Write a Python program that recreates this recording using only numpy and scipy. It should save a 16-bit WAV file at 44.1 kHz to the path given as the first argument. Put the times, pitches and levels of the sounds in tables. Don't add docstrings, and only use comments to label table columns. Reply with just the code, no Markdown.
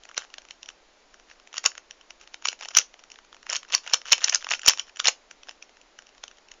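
import sys
import numpy as np
from scipy import signal
from scipy.io import wavfile
from scipy.ndimage import uniform_filter1d

SR = 44100
rng = np.random.default_rng(int(sys.argv[2]) if len(sys.argv) > 2 else 0)


def wrap_up_sound(samples):
    columns = np.atleast_2d(samples).T
    tamed = np.clip(columns, -1, 1)
    steps = np.round(tamed * 32767).astype(np.int16)
    wavfile.write(sys.argv[1], SR, steps)


def ratio_of_db(decibels):
    return 10 ** (np.asarray(decibels, float) / 20)


N = 291048
RING = 400


def evened(x):
    return x / np.sqrt(np.mean(x ** 2) + 1e-20)


def read(points, hz):
    f, value = np.transpose(points)
    return np.interp(np.log(hz + 1), np.log(f + 1), value)


def add(mix, s, sound):
    part = mix[max(round(s * SR), 0):][:len(sound)]
    part += sound[:len(part)]


def loudest(x):
    power = uniform_filter1d(abs(signal.hilbert(x)) ** 2, size=44)
    return power.argmax(), np.sqrt(power.max())


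# [t/s, peak level/dB, shell share/dB, cavity share/dB]
FIRST_CLACKS = [(.178, -11, -12.5, -7.5), (1.5812, -17, -15, -10), (1.6414, -20.5, -5.5, -17),
                (1.6539, -16, -7, -14), (1.6572, -18, -4, 14), (1.661, -3.5, -19.5, -7),
                (1.6655, -21.5, 3, -18), (2.4524, -19.5, -5, -6.5), (2.4558, -13, -7, -4.5),
                (2.472, -21.5, -11, -18.5), (2.4863, -12, -16, -4.5), (2.687, -24.5, -11, -16.5),
                (2.7505, -13, -16.5, -3), (2.7695, -1, -9.5, -23.5), (2.773, 0, -17, -16.5),
                (2.7773, -16, -40.5, -12), (2.7863, -3.5, -38, -7), (2.7952, -22.5, -12, -10),
                (3.4995, -15, -20.5, -23), (3.5276, -18.5, -7.5, -11), (3.5308, -16, -10, -7),
                (3.5503, -21.5, -8, -10.5), (3.5576, -17.5, -7.5, -2), (3.5645, -16, -38.5, -11),
                (3.7232, -21.5, -11, -5.5), (3.7403, -11.5, -18.5, -1.5), (3.7493, -4, -27, -18),
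                (3.8766, -23, -7.5, -3.5), (3.9364, -4.5, -14, -10.5), (3.9422, -6, -12, -6)]
# [t/s, peak level/dB, shell share/dB, cavity share/dB]
FAST_CLACKS = [(4.12, -8.5, -28.5, -3.5), (4.1227, -2, -15.5, -22), (4.1288, -4.5, -14, -9),
               (4.1319, -5.5, -24, -1), (4.2422, -10, -30, -17), (4.2448, -5, -35.5, -16.5),
               (4.2827, -16, -5, -3), (4.2953, -10.5, -15, -21.5), (4.3275, -17.5, -12, -1.5),
               (4.347, -4.5, -13, -22.5), (4.3572, -13, -14.5, -26.5), (4.5072, -15.5, -10.5, -9),
               (4.5151, -12, -21.5, 5.5), (4.5207, -14.5, -21.5, -6.5), (4.5368, -12.5, -8, -1),
               (4.6622, -10, -27, -20.5), (4.6751, -8.5, -27, -13), (4.6807, -1.5, -17.5, -9),
               (4.6847, -4, -22, -5.5), (4.6864, 1, -21, -15), (4.6932, -15.5, -18.5, -3.5),
               (4.6964, -6, -16, -9.5), (4.7069, -17.5, -28, -28), (4.796, -14.5, -26, -2),
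               (5.001, -13, -6, -4), (5.0559, -11, -20, -2), (5.0711, -5.5, -25, -19),
               (5.0803, -8, -38, -14), (5.0842, -4, -14.5, -7), (5.0913, -15.5, -33, -6)]
# [t/s, peak level/dB, shell share/dB]
GRIP_TICKS = [(.0363, -38.5, -17), (.0533, -37, -3), (.0902, -36.5, -4), (.0963, -39, 1.5),
              (.114, -35.5, -1), (.1452, -36.5, -9), (.169, -28, -7), (.2034, -41, -3), (.2214, -35.5, 1),
              (.249, -40.5, -2), (.302, -44, -7), (.3408, -30, -6), (.3828, -28.5, -6), (.4193, -43, -9),
              (.4518, -42, -3.5), (.487, -39.5, -19), (.5085, -30, -28), (.631, -30.5, -36),
              (.6601, -36.5, -29), (.6888, -27, -7), (.7022, -37, -7), (1.143, -39, -2),
              (1.1985, -44, -3.5), (1.3991, -43.5, -6), (1.474, -37.5, -6.5), (1.718, -36, -1.5),
              (1.753, -34.5, -2), (1.7793, -27, -6), (1.91, -29, -10), (2.0122, -40.5, -11)]
# [t/s, peak level/dB, shell share/dB]
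TURN_TICKS = [(2.1064, -31, -9), (2.213, -39, -5.5), (2.275, -35, -5), (2.3428, -27.5, -4.5),
              (2.424, -35, -3), (2.519, -34, -5), (2.5292, -26.5, -2.5), (2.738, -40, -11.5),
              (2.9414, -36.5, -2.5), (3.0374, -38.5, -5), (3.118, -33.5, -31), (3.142, -43, -4),
              (3.189, -38, -2), (3.3289, -36, -2.5), (3.346, -37.5, -2.5), (3.3667, -40.5, -3),
              (3.43, -39.5, -2.5), (3.467, -29, -1.5), (3.4952, -24.5, -0.5), (3.6311, -33, -4),
              (3.7794, -27, -13.5), (4.0171, -31.5, -5), (4.106, -27, -13.5), (4.1804, -23.5, -7.5),
              (4.4448, -25, -11), (4.4685, -21.5, -0.5), (4.4895, -24, -12.5), (4.5941, -27, -5),
              (4.6175, -29, -16.5), (4.7354, -21, -6.5)]
# [t/s, peak level/dB, shell share/dB]
LAST_TICKS = [(4.7749, -27, -10.5), (4.9607, -34.5, -11), (4.9708, -30.5, -9), (4.9961, -21.5, -29),
              (5.0444, -23, -19), (5.0467, -21.5, -4.5), (5.0631, -18, -3.5), (5.3116, -31.5, -4.5),
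              (5.4332, -35.5, -9), (5.4722, -42, -2), (5.4866, -33, -1.5), (5.4934, -27.5, -9.5),
              (5.5113, -37.5, -4), (5.6257, -32, -38), (5.6937, -43.5, -1.5), (5.7707, -43.5, -2.5),
              (5.8143, -41.5, -21), (5.9896, -32, -4), (6.0224, -42, -4), (6.0691, -41.5, -8),
              (6.0913, -46.5, -12), (6.1494, -48, -3), (6.1798, -42.5, -4.5), (6.2388, -25, -7),
              (6.2802, -33, -13), (6.3137, -40.5, -4.5), (6.4872, -44, -30), (6.517, -32.5, -7.5),
              (6.5396, -44, -10)]
# [t/s, peak level/dB, shell share/dB]
NOTCHES = [(6.3718, -48, -20), (6.3846, -44, -4), (1.3006, -42, -5), (1.3139, -37, -1.5),
           (1.5295, -34.5, -6), (1.5422, -29, -4.5), (1.56, -33, -8), (1.569, -24, -11.5),
           (1.5936, -38, -29), (1.6698, -29, -15), (2.611, -28, -4.5), (2.6244, -30, -7),
           (2.6296, -29.5, -8.5), (2.65, -28.5, -17.5), (2.656, -27.5, -2.5), (3.102, -39.5, -19),
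           (3.1585, -38.5, -3), (3.249, -45.5, -5), (3.5178, -29, -3), (3.65, -39, -1),
           (3.8644, -29.5, -2.5), (3.8982, -29.5, -12), (3.9633, -34.5, -0.5), (4.0559, -28.5, -3.5),
           (4.085, -31, -18), (4.0966, -32.5, -22), (4.2177, -30, -4), (4.2766, -20.5, -17),
           (4.4261, -29, -3), (4.6335, -27.5, -3)]


def catches():
    rows = [*FIRST_CLACKS, *FAST_CLACKS]
    for row in [*GRIP_TICKS, *TURN_TICKS, *LAST_TICKS, *NOTCHES, *slips()]:
        rows.append(None if row is None else (*row, light_cavity(row[2])))
    chance = rng.standard_normal((len(rows), 3, RING + 7))
    out = np.zeros(N)
    for row, c in zip(rows, chance):
        if row is None:
            continue
        s, peak_db, shell_db, cavity_db = row
        detune, lean_db = 1 + .04 * c[:, 0], 2.5 * c[:, 1:7]
        grit = c[:, 7:] * abs(c[:, 7:])
        sound = catch(peak_db, shell_db, cavity_db, grit, detune, lean_db)
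        add(out, s - loudest(sound)[0] / SR, sound)
    return out


def light_cavity(shell_db):
    return -2.5 - 7 * ratio_of_db(shell_db) ** 2


# [start t/s, length/s, peak level/dB]
SCRAPES = [(1.287, .05, -51.5), (1.541, 0.041, -40), (1.669, 0.0091, -37), (2.199, .045, -49),
           (2.591, .015, -41.5), (2.62, 0.026, -39.5), (2.707, .012, -38), (2.805, .012, -30.5),
           (5.048, 0.043, -22), (4.785, 0.019, -30.5), (2.993, .011, -46), (3.506, .065, -28.5),
           (3.682, .012, -45), (3.699, .008, -34.5), (3.729, .02, -17.5), (3.836, .03, -44.5),
           (3.869, 0.048, -36), (3.931, .008, -28.5), (4.062, 0.038, -33), (4.131, .008, -26.5),
           (4.185, .008, -34), (4.207, .03, -31.5), (4.262, .014, -32.5), (4.324, 0.024, -27),
           (4.409, 0.01, -37.5), (4.511, .046, -24.5), (4.639, 0.028, -34.5), (4.663, .064, -27.5),
           (4.869, .032, -47), (0.184, .06, -45)]


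def slips():
    gap_s, uneven, spread_db = .0058, 0.36, 3.5
    shell_db, shell_spread_db = -5.5, 3.5
    chance, rows = rng.standard_normal((len(SCRAPES), 16, 3)), []
    for (start, length, db), (gap, size, tone) in zip(SCRAPES, chance.transpose(0, 2, 1)):
        gap = gap_s * np.exp(uneven * gap)
        at = start + np.cumsum(gap) - gap
        table = np.c_[at, db + spread_db * size, shell_db + shell_spread_db * tone]
        rows += [row if row[0] < start + length else None for row in table]
    return rows


# [f/Hz, width/Hz, level/dB]
SHELL = [(570, 436, -14), (924, 570, -5), (1300, 573, 0.5), (1735, 667, -0.5)]
# [f/Hz, width/Hz, level/dB]
CAVITY = [(2583, 470, -1.08), (2943, 330, 0), (3697, 940, -3.5)]
# [f/Hz, width/Hz, level/dB]
EDGES = [(4599, 350, -8.5), (4900, 1000, -7.5), (5628, 450, 1), (6480, 840, -2.5), (6686, 270, -4),
         (9160, 1300, -6)]


def catch(peak_db, shell_db, cavity_db, grit, detune, lean_db, skid_ms=0.87, longer=.01, rise=.4):
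    length_ms = skid_ms * ratio_of_db(longer * 10 * (peak_db + 28.0))
    u = np.arange(RING) / SR * 1000 / length_ms
    skid = u ** rise * np.exp(-1.5 * u)
    shell, cavity = ratio_of_db(shell_db), ratio_of_db(cavity_db)
    edges = np.sqrt(max(1 - shell ** 2 - cavity ** 2, .03))
    bare = np.diff(skid * grit[0], prepend=0)
    sound = ratio_of_db(-9) * bare / loudest(bare[1:])[1]
    parts = zip((SHELL, CAVITY, EDGES), (shell, cavity, edges), grit, detune, lean_db)
    for modes, share, taps, d, lean in parts:
        blow = skid * (taps + grit[0])
        part = np.convolve(blow, ring(modes, d, lean))[:RING]
        sound = sound + share * part / loudest(part)[1]
    fade = signal.windows.tukey(2 * RING, .4)[RING:]
    return ratio_of_db(peak_db + 0.95) * sound / loudest(sound)[1] * fade


def ring(modes, detune, lean_db=0):
    t = np.arange(RING) / SR
    sound = 0
    for k, ((hz, width, db), lean) in enumerate(zip(modes, lean_db + np.zeros(6))):
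        decay = np.exp(-np.pi * width * t)
        sound = sound + (-1) ** k * ratio_of_db(db + lean) * decay * np.sin(2 * np.pi * hz * detune * t)
    return sound


def rattle(hits, per_s=2500, before_s=0.0026, settle_s=0.0014, rattle_db=-11, spread=.07):
    early, late = np.exp(-1 / (before_s * SR)), np.exp(-1 / (settle_s * SR))
    power = signal.lfilter([1 - early], [1, -early], hits[::-1] ** 2)[::-1]
    shake = np.sqrt(abs(signal.lfilter([1 - late], [1, -late], power)))
    size = ratio_of_db(3 * np.minimum(rng.exponential(1, N), 4))
    ticks = (rng.random(N) < per_s / SR) * rng.choice([-1., 1.], N) * size
    piece, sound = rng.integers(0, 9, N), 0
    for k, (modes, db) in enumerate([(SHELL, .6), (CAVITY, -1.1), (EDGES, .1)] * 3):
        answer = ratio_of_db(db) * ring(modes, .98 + spread * (k // 3 - 1))
        sound = sound + signal.oaconvolve(ticks * (piece == k), answer)[:N]
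    return np.hypot(ratio_of_db(rattle_db) * shake, grind()) * evened(sound)


def grind(under_db=-13.5, edge_s=.006):
    level = np.zeros(N)
    for start, length, db in SCRAPES:
        add(level, start, np.full(round(length * SR), ratio_of_db(db + under_db)))
    edge = round(edge_s * SR)
    return np.convolve(level, signal.windows.hann(2 * edge) / edge, "same")


# [f/Hz, t60/s]
WALLS = [(300, 0.26), (1500, 0.11), (3000, 0.14), (7000, 0.15)]


def room(x):
    taps = np.zeros(SR // 2)
    at = np.arange(180, SR // 2 - 20, 20)
    taps[at + rng.integers(0, 20, at.shape)] = rng.choice([-1., 1.], at.shape)
    hz, t, z = signal.stft(taps, SR, nperseg=128)
    decay = ratio_of_db(-60 * t / read(WALLS, hz)[:, None])
    tail = signal.istft(z * decay, SR, nperseg=128)[1]
    return signal.fftconvolve(x, tail / np.linalg.norm(tail))[:N]


# [f/Hz, level/dB per Hz]
RUMBLE = [(8, -1), (25, 4), (45, -5), (100, -37)]
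# [f/Hz, level/dB per Hz]
AIR = [(170, -13), (300, -5), (630, -3), (1300, -7.5), (2600, -10.5), (4500, -13.5), (6900, -14.5),
       (9500, -10)]


def hush(level_db=-54.5, patchy_db=.6, drift_db=1.8):
    frames, hz = N // 512 + 5, np.fft.rfftfreq(2048, 1 / SR)
    a, b, patches = rng.standard_normal((frames, 1025, 3)).T
    drift = evened(uniform_filter1d(patches[0], size=14)) * (hz[:, None] < 100)
    patches = uniform_filter1d(patches, size=20, axis=0)
    patches = evened(uniform_filter1d(patches, size=8, axis=1))
    colour_db = read([*RUMBLE, *AIR], hz)[:, None]
    z = (a + 1j * b) * ratio_of_db(colour_db + patchy_db * patches + drift_db * drift)
    return ratio_of_db(level_db) * evened(signal.istft(z, nperseg=2048, noverlap=1536)[1][:N])


def scene():
    hits = catches()
    loose = rattle(hits)
    small = signal.butter(4, 520, "high", fs=SR, output="sos")
    sideways = ratio_of_db(-17) * hits + ratio_of_db(-6) * loose
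    cube, sideways = signal.sosfilt(small, [hits + loose, sideways])
    return (cube + room(sideways) + hush())[None]


def low_pass(x):
    return signal.sosfilt(signal.butter(12, 16980, fs=SR, output="sos"), x)


def record(dry, edge_hz=7060, skirt_hz=9300, skirt_db=-38, top_hz=16000, ceiling=.74):
    band = signal.cheby1(11, .5, edge_hz, fs=SR, output="sos")
    skirt = signal.cheby1(10, .5, skirt_hz, fs=SR, output="sos")
    top = signal.cheby1(10, .5, top_hz, fs=SR, output="sos")
    narrow = signal.sosfilt(band, dry) + ratio_of_db(skirt_db) * signal.sosfilt(skirt, dry)
    clipped = signal.sosfiltfilt(top, np.clip(narrow, -ceiling, ceiling))
    return low_pass(clipped)


dry = scene()
out = record(dry)
wrap_up_sound(out)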